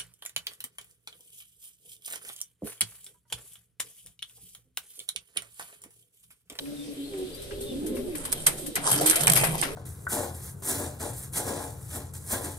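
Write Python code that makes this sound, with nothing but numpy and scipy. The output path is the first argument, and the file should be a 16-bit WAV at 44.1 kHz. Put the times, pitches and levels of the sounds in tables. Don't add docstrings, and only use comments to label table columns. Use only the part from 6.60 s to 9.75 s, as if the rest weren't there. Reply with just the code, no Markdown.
import sys
import numpy as np
from scipy import signal
from scipy.fft import rfft, irfft
from scipy.io import wavfile
from scipy.ndimage import uniform_filter1d

SR = 44100
rng = np.random.default_rng(int(sys.argv[2]) if len(sys.argv) > 2 else 0)


def to_wav(sig):
    pcm = np.clip(np.atleast_2d(sig), -1, 1) * 32767
    pcm = np.round(pcm).astype(np.int16)
    wavfile.write(sys.argv[1], SR, pcm.T)


def elevation(decibels):
    levels = np.asarray(decibels, float)
    return 10 ** (levels / 20)


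N = 138915
T = np.arange(N) / SR


def curve(table):
    return np.interp(T, *np.array(table, float).T)


def shape(x, points, scale=0.9, beyond_db=-90.):
    p = np.array(points, float)
    hz = np.arange(N // 2 + 1) * SR / N + 1e-3
    gain_db = np.interp(np.log(hz), np.log(p[:, 0]), p[:, 1], beyond_db, beyond_db)
    return irfft(rfft(x) * elevation(scale * gain_db), N)


def colour(x, points):
    y = shape(x, points)
    return y / y.std()


def ring(x, hz, width_hz):
    return signal.lfilter(*signal.iirpeak(hz, hz / width_hz, SR), x)


def walk(rate_hz, count=N):
    k = int(SR / rate_hz)
    steps = np.repeat(rng.standard_normal(count // k + 2), k)[:count]
    w = uniform_filter1d(uniform_filter1d(steps, k), k)
    return (w - w.mean()) / w.std()


def pair(alike, grain_db=0.):
    shared, left, right = rng.standard_normal((3, N))
    a = np.clip(alike, 0, 1)
    common = np.array([shared, np.roll(shared, 9)])
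    noise = np.sqrt(a) * common + np.sqrt(1 - a) * np.array([left, right])
    return noise * elevation(grain_db * walk(600))


def pan(side_db):
    return elevation(np.array([[side_db / 2], [-side_db / 2]]))


def patchy(x, flicker_db, rate_hz):
    out = 0
    for hz in np.geomspace(400, 13000, num=9):
        band = [(hz / 1.5, -30), (hz / 1.15, 0), (hz * 1.15, 0), (hz * 1.5, -30)]
        out = out + shape(x, band) * elevation(flicker_db * walk(rate_hz))
    return out


def loft():
    # (frequency [Hz], density [dB per Hz])
    hiss_spectrum = [(350, -34), (600, -13), (1200, -4.5), (2650, -1), (3690, 3.5), (6540, -6.5),
                     (11000, -3.5), (14300, -12)]
    # (time [s], level [dB])
    cheeping = [
        (0, -69),
        (.6, -51.5),
        (1.15, -54.5),
        (1.35, -59),
        (3.15, -62),
    ]
    # (frequency [Hz], density [dB per Hz])
    rumble_spectrum = [(10, 0.5), (30, -7), (100, -12), (250, -21), (600, -13)]
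    # (time [s], rumble gain [dB])
    handling = [
        (0, -2.5),
        (1.3, 6.5),
        (2.2, 1),
        (2.78, 9),
        (2.9, 13),
        (3.0, 8.5),
        (3.15, 12.5),
    ]
    hiss_db, rumble_db = -52.5, -50.5
    hiss = patchy(colour(pair(0.033), hiss_spectrum), 2, 12.62) * elevation(hiss_db)
    cheep = ring(ring(pair(0.22), 3500, 1700), 3500, 1700)
    cheep = cheep / cheep.std() * elevation(curve(cheeping) + 0.83 * walk(11.7))
    mid, side = rng.standard_normal((2, N))
    rumble = colour(np.array([mid + 0.4 * side, mid - 0.24 * side]), rumble_spectrum)
    return hiss + cheep + rumble * elevation(rumble_db + curve(handling) + 2 * walk(4.56))


def add(out, t0, length_s, hz0, hz1, db, wobble, throb_db, octave_db):
    attack_s, release_s, spread_db = .025, .025, 1.2
    i, n = int(t0 * SR), int(length_s * SR)
    t, size = np.arange(n) / SR, max(n, SR // 8)
    env = np.clip(t / attack_s, 0, 1) * np.clip((length_s - t) / release_s, 0, 1)
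    drift, throb = walk(60, count=size)[:n], walk(70, count=size)[:n]
    side, lag = rng.standard_normal(2)
    hz = np.linspace(hz0, hz1, n) * (1 + wobble * (drift - drift.mean()))
    phase = 2 * np.pi * np.cumsum(hz) / SR + 0.56 * lag * np.array([[1], [-1]])
    tone = np.sin(phase) + elevation(octave_db) * np.sin(2 * phase)
    level = np.sqrt(2) * elevation(db + throb_db * (throb - throb.mean()))
    x = level * env * tone * pan(spread_db * side)
    out[:, i:i + n] += x[:, :N - i]


def pigeons():
    # (start [s], length [s], first pitch [Hz], last pitch [Hz], level
    # [dB])
    coos = [(0, .34, 282, 292, -40), (.36, .14, 281, 281, -38), (.53, .17, 290, 279, -43),
            (.52, .18, 388, 365, -37), (.24, .1, 525, 400, -49), (.57, .07, 466, 466, -47),
            (.69, .08, 440, 450, -48), (.76, .14, 412, 392, -45), (.9, .25, 401, 408, -39),
            (.99, .08, 445, 430, -44), (.7, .06, 265, 260, -48), (1.09, .16, 245, 250, -42),
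            (1.14, .24, 265, 352, -36), (1.24, .1, 432, 433, -40), (1.3, .16, 257, 235, -39),
            (1.33, .1, 385, 400, -37), (1.29, .14, 512, 532, -43), (1.44, .09, 372, 350, -36),
            (1.5, .09, 335, 290, -38), (1.43, .07, 423, 420, -40), (.86, .14, 547, 547, -52),
            (1.04, .17, 570, 507, -49), (1.58, .17, 277, 250, -49),
            (2.03, .09, 298, 300, -40),
        (2.35, .19, 288, 322, -32),
        (2.16, .08, 290, 285, -44),
        (.02, .13, 575, 560, -55),
        (.05, .28, 140, 155, -55),
        (.44, .12, 420, 390, -47),
        (.96, .1, 235, 240, -49),
    ]
    # (time [s], level [dB])
    flock = [(0, -46.5), (.35, -47), (.6, -44.5), (.8, -52.5), (1.3, -34.5), (1.5, -39.5), (1.64, -50.5),
             (2.1, -43.5), (2.6, -43.5), (2.95, -39.5), (3.15, -42)]
    # (start [s], length [s], first pitch [Hz], last pitch [Hz], level [dB])
    squeaks = [(.16, .1, 3700, 3550, -55), (.22, .05, 3300, 3150, -60), (.41, .06, 4000, 4050, -57),
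               (.43, .09, 4350, 4300, -60), (.36, .1, 3100, 3250, -60), (.49, .06, 3350, 3250, -60),
               (.71, .06, 4850, 4650, -58), (.76, .1, 3800, 4000, -61), (.89, .06, 2900, 2800, -57),
               (1.0, .07, 4100, 4450, -59), (1.03, .13, 3650, 3450, -52), (1.09, .06, 2950, 2900, -57)]
    near, far, young = np.zeros((3, 2, N))
    for note in coos:
        add(near, *note, wobble=.015, throb_db=2.5, octave_db=-24)
    for when, height in rng.random((500, 2)):
        hz = 190 * (620 / 190) ** height
        db = -7 * abs(np.log2(hz / 340))
        add(far, when * (T[-1] - .05), .07, hz, hz, db, .03, 4, -20)
    for note in squeaks:
        add(young, *note, wobble=.01, throb_db=3, octave_db=-40)
    murmur = np.roll(far, SR // 20, axis=1) / far.std() * elevation(curve(flock))
    breath = 0.65 + 0.68 * walk(500)
    return elevation(-0.3) * near + murmur + elevation(5.0) * young * breath


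def box():
    # (frequency [Hz], width [Hz], level [dB])
    modes = [
        (138.8, 22, 4),
        (154.8, 20, 4.5),
        (684, 230, -13),
    ]
    # (time [s], level [dB])
    thumps = [(1.55, -51), (1.74, -42.5), (1.869, -36), (1.93, -48), (2.161, -31.5), (2.311, -31),
              (2.391, -34.5), (2.597, -33.5), (2.674, -23), (2.741, -37), (2.807, -26.5), (2.87, -33.5),
              (2.99, -37)]
    rise_s, t60_s, shuffle_db = 0.017, 0.43, -56.5
    mid, side = rng.standard_normal((2, N))
    noise = np.array([mid + 0.047 * side, mid - 0.29 * side])
    body = sum(elevation(db) * ring(ring(noise, hz, width_hz), hz, width_hz) for hz, width_hz, db in modes)
    env = elevation(shuffle_db)
    for t0, db in thumps:
        decay = elevation(db - 60 * np.maximum(T - t0, 0) / t60_s)
        env = env + decay * np.clip((T - t0) / rise_s, 0, 1)
    return body / body.std() * env


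def knocks():
    # (time [s], peak [dB], pitch [Hz])
    hits = [(0.056, -40.5, 2460), (0.5352, -40, 2280), (0.9091, -36, 1615), (1.3673, -35.5, 2230),
            (1.5496, -33, 1940), (1.6532, -34.5, 1110), (1.7265, -33, 656), (1.8697, -18, 2080),
            (2.163, -19, 2010), (2.6727, -12.5, 2410), (2.7631, -16.5, 2274), (2.835, -14, 655),
            (2.89, -40, 710), (2.94, -42, 820), (3.0242, -22, 1750), (3.0266, -20, 800)]
    rise_s, crack_t60_s, tail_t60_s, tail_db = 0.0011, .028, 0.19, -9.5
    partials = [(1, 0.86), (1.22, 0.47), (0.9, 0.31)]
    side_phase = np.array([[0], [1.5]])
    out, tail = 0, colour(pair(0.13), [(400, -1), (700, -4.5), (2200, -2.5), (7000, -20)])
    for t0, db, hz in hits:
        d = np.maximum(T - t0, 0)
        crack = sum(g * np.sin(2 * np.pi * hz * ratio * d + side_phase) for ratio, g in partials)
        crack = crack * elevation(-60 * d / crack_t60_s)
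        dull = elevation(tail_db - 60 * d / tail_t60_s) * tail
        out = out + elevation(db) * np.minimum(d / rise_s, 1) * (crack + dull)
    return out


def wings():
    # (centre [s], half width [s], level [dB])
    strokes = [(.35, 0.025, -57.5), (1.7, 0.18, -46.5), (2.0, 0.024, -84), (2.272, 0.039, -35),
               (2.325, 0.049, -32), (2.422, 0.12, -36), (2.483, 0.064, -44.5), (2.592, 0.12, -32.5),
               (2.779, 0.039, -35.5), (2.861, 0.11, -36), (3.038, 0.098, -44.5), (3.12, 0.041, -49)]
    # (frequency [Hz], density [dB per Hz])
    feather = [(250, -14), (500, -7), (900, -10), (2200, -12), (6400, -20), (11200, -12.5), (14300, -37),
               (14600, -63)]
    env = sum(elevation(db) * np.exp(-((T - t0) / half_s) ** 2) for t0, half_s, db in strokes)
    return env * patchy(colour(pair(.4, grain_db=3), feather), 4.5, 25)


def ticks():
    # (time [s], peak [dB], t60 [s], left minus right [dB])
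    strikes = [(.569, -36.5, 0.26, 2), (.744, -35, .15, 6), (0.816, -32.5, 0.19, 0.5),
               (1.0026, -30, 0.27, 2), (1.26, -27, 0.17, 3), (1.345, -34, .4, 5), (1.5525, -23, 0.064, 5),
               (1.6504, -19.5, 0.073, 4), (1.7186, -19, 0.047, -8), (1.7255, -8.5, 0.036, 2.5),
               (1.8633, -3.5, 0.093, -0.5), (1.97, -28.5, 0.39, -1), (2.061, -24, 0.11, 4.5),
               (2.154, -11, 0.071, 0), (2.3122, -8.5, 0.095, 3), (2.376, -18, 0.028, -7),
               (2.409, -14.5, 0.093, 1), (2.4596, -5.5, 0.08, 0), (2.468, -16, 0.19, 8),
               (2.485, -26, 0.057, 0), (2.4968, -7, 0.037, -14), (2.508, -8, 0.044, 7.5),
               (2.5568, -7.5, 0.063, 1.5), (2.605, -16, 0.098, -9), (2.633, -12.5, 0.044, 4),
               (2.6702, 1, 0.012, -4.5), (2.6783, -2.5, 0.023, -2), (2.6983, -1, 0.021, -4.5),
               (2.7183, -10, 0.029, 11), (2.722, -10, 0.014, -2), (2.7349, -1.5, 0.011, 3.5),
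               (2.745, -14, 0.018, 5), (2.756, -8, 0.024, 2), (2.76, -10.5, 0.062, 11.5),
               (2.7713, -9, 0.059, 6), (2.786, -20, 0.067, 7), (2.8385, -14.5, 0.081, 8),
               (2.979, -22, 0.059, -6), (3.0132, -13, .03, -8.5), (3.029, -20.5, .12, 2)]
    # (frequency [Hz], density [dB per Hz])
    mesh = [(350, -18), (600, -17.5), (1830, -11), (2620, -13), (3410, -8.5), (6450, -9), (8640, -2),
            (14300, -8)]
    rise_share = 0.041
    env = 0
    for t0, db, t60_s, side_db in strikes:
        d, t60_s = np.maximum(T - t0, 0), max(t60_s, .012)
        rise = np.minimum(d / (rise_share * t60_s), 1)
        env = env + elevation(db) * pan(side_db) * rise * elevation(-60 * d / t60_s)
    return elevation(-10.5) * env * colour(pair(0.18, grain_db=0.51), mesh)


def wires(x):
    # (frequency [Hz], width [Hz], level [dB])
    bars = [(3158, 37, 8.5)]
    return x + sum(elevation(db) * ring(x, hz, width_hz) for hz, width_hz, db in bars)


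def scene():
    room_t60_s, birds_wet_db, cage_wet_db = .5, -10, -16
    background, birds, drumming = loft(), pigeons(), box()
    cage = knocks() + wires(wings() + ticks())
    t = T[:SR // 2]
    echo = rng.standard_normal((2, len(t))) * elevation(-60 * t / room_t60_s) * (t > .004)
    echo = echo / np.sqrt((echo ** 2).sum(1, keepdims=True))
    sent = elevation(birds_wet_db) * birds + elevation(cage_wet_db) * cage
    wet = signal.fftconvolve(sent, echo, axes=1)[:, :N]
    return birds + cage + wet + drumming + background


def roll_off(x):
    return signal.sosfilt(signal.butter(12, 15610, fs=SR, output="sos"), x)


def record(dry):
    # (frequency [Hz], width [Hz], level [dB])
    ports = [(8570, 660, 6.5), (10600, 620, 7.5)]
    # (frequency [Hz], level [dB])
    port_tilt = [(500, -2), (1400, 4.5), (4500, 2), (9000, -11.5), (12500, 19)]
    x = dry + sum((elevation(db) - 1) * ring(dry, hz, width_hz) for hz, width_hz, db in ports)
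    x = shape(x, port_tilt, scale=np.array([[.5], [-.5]]), beyond_db=0.)
    return roll_off(np.clip(x, -1, 1))


dry = scene()
out = record(dry)
to_wav(out)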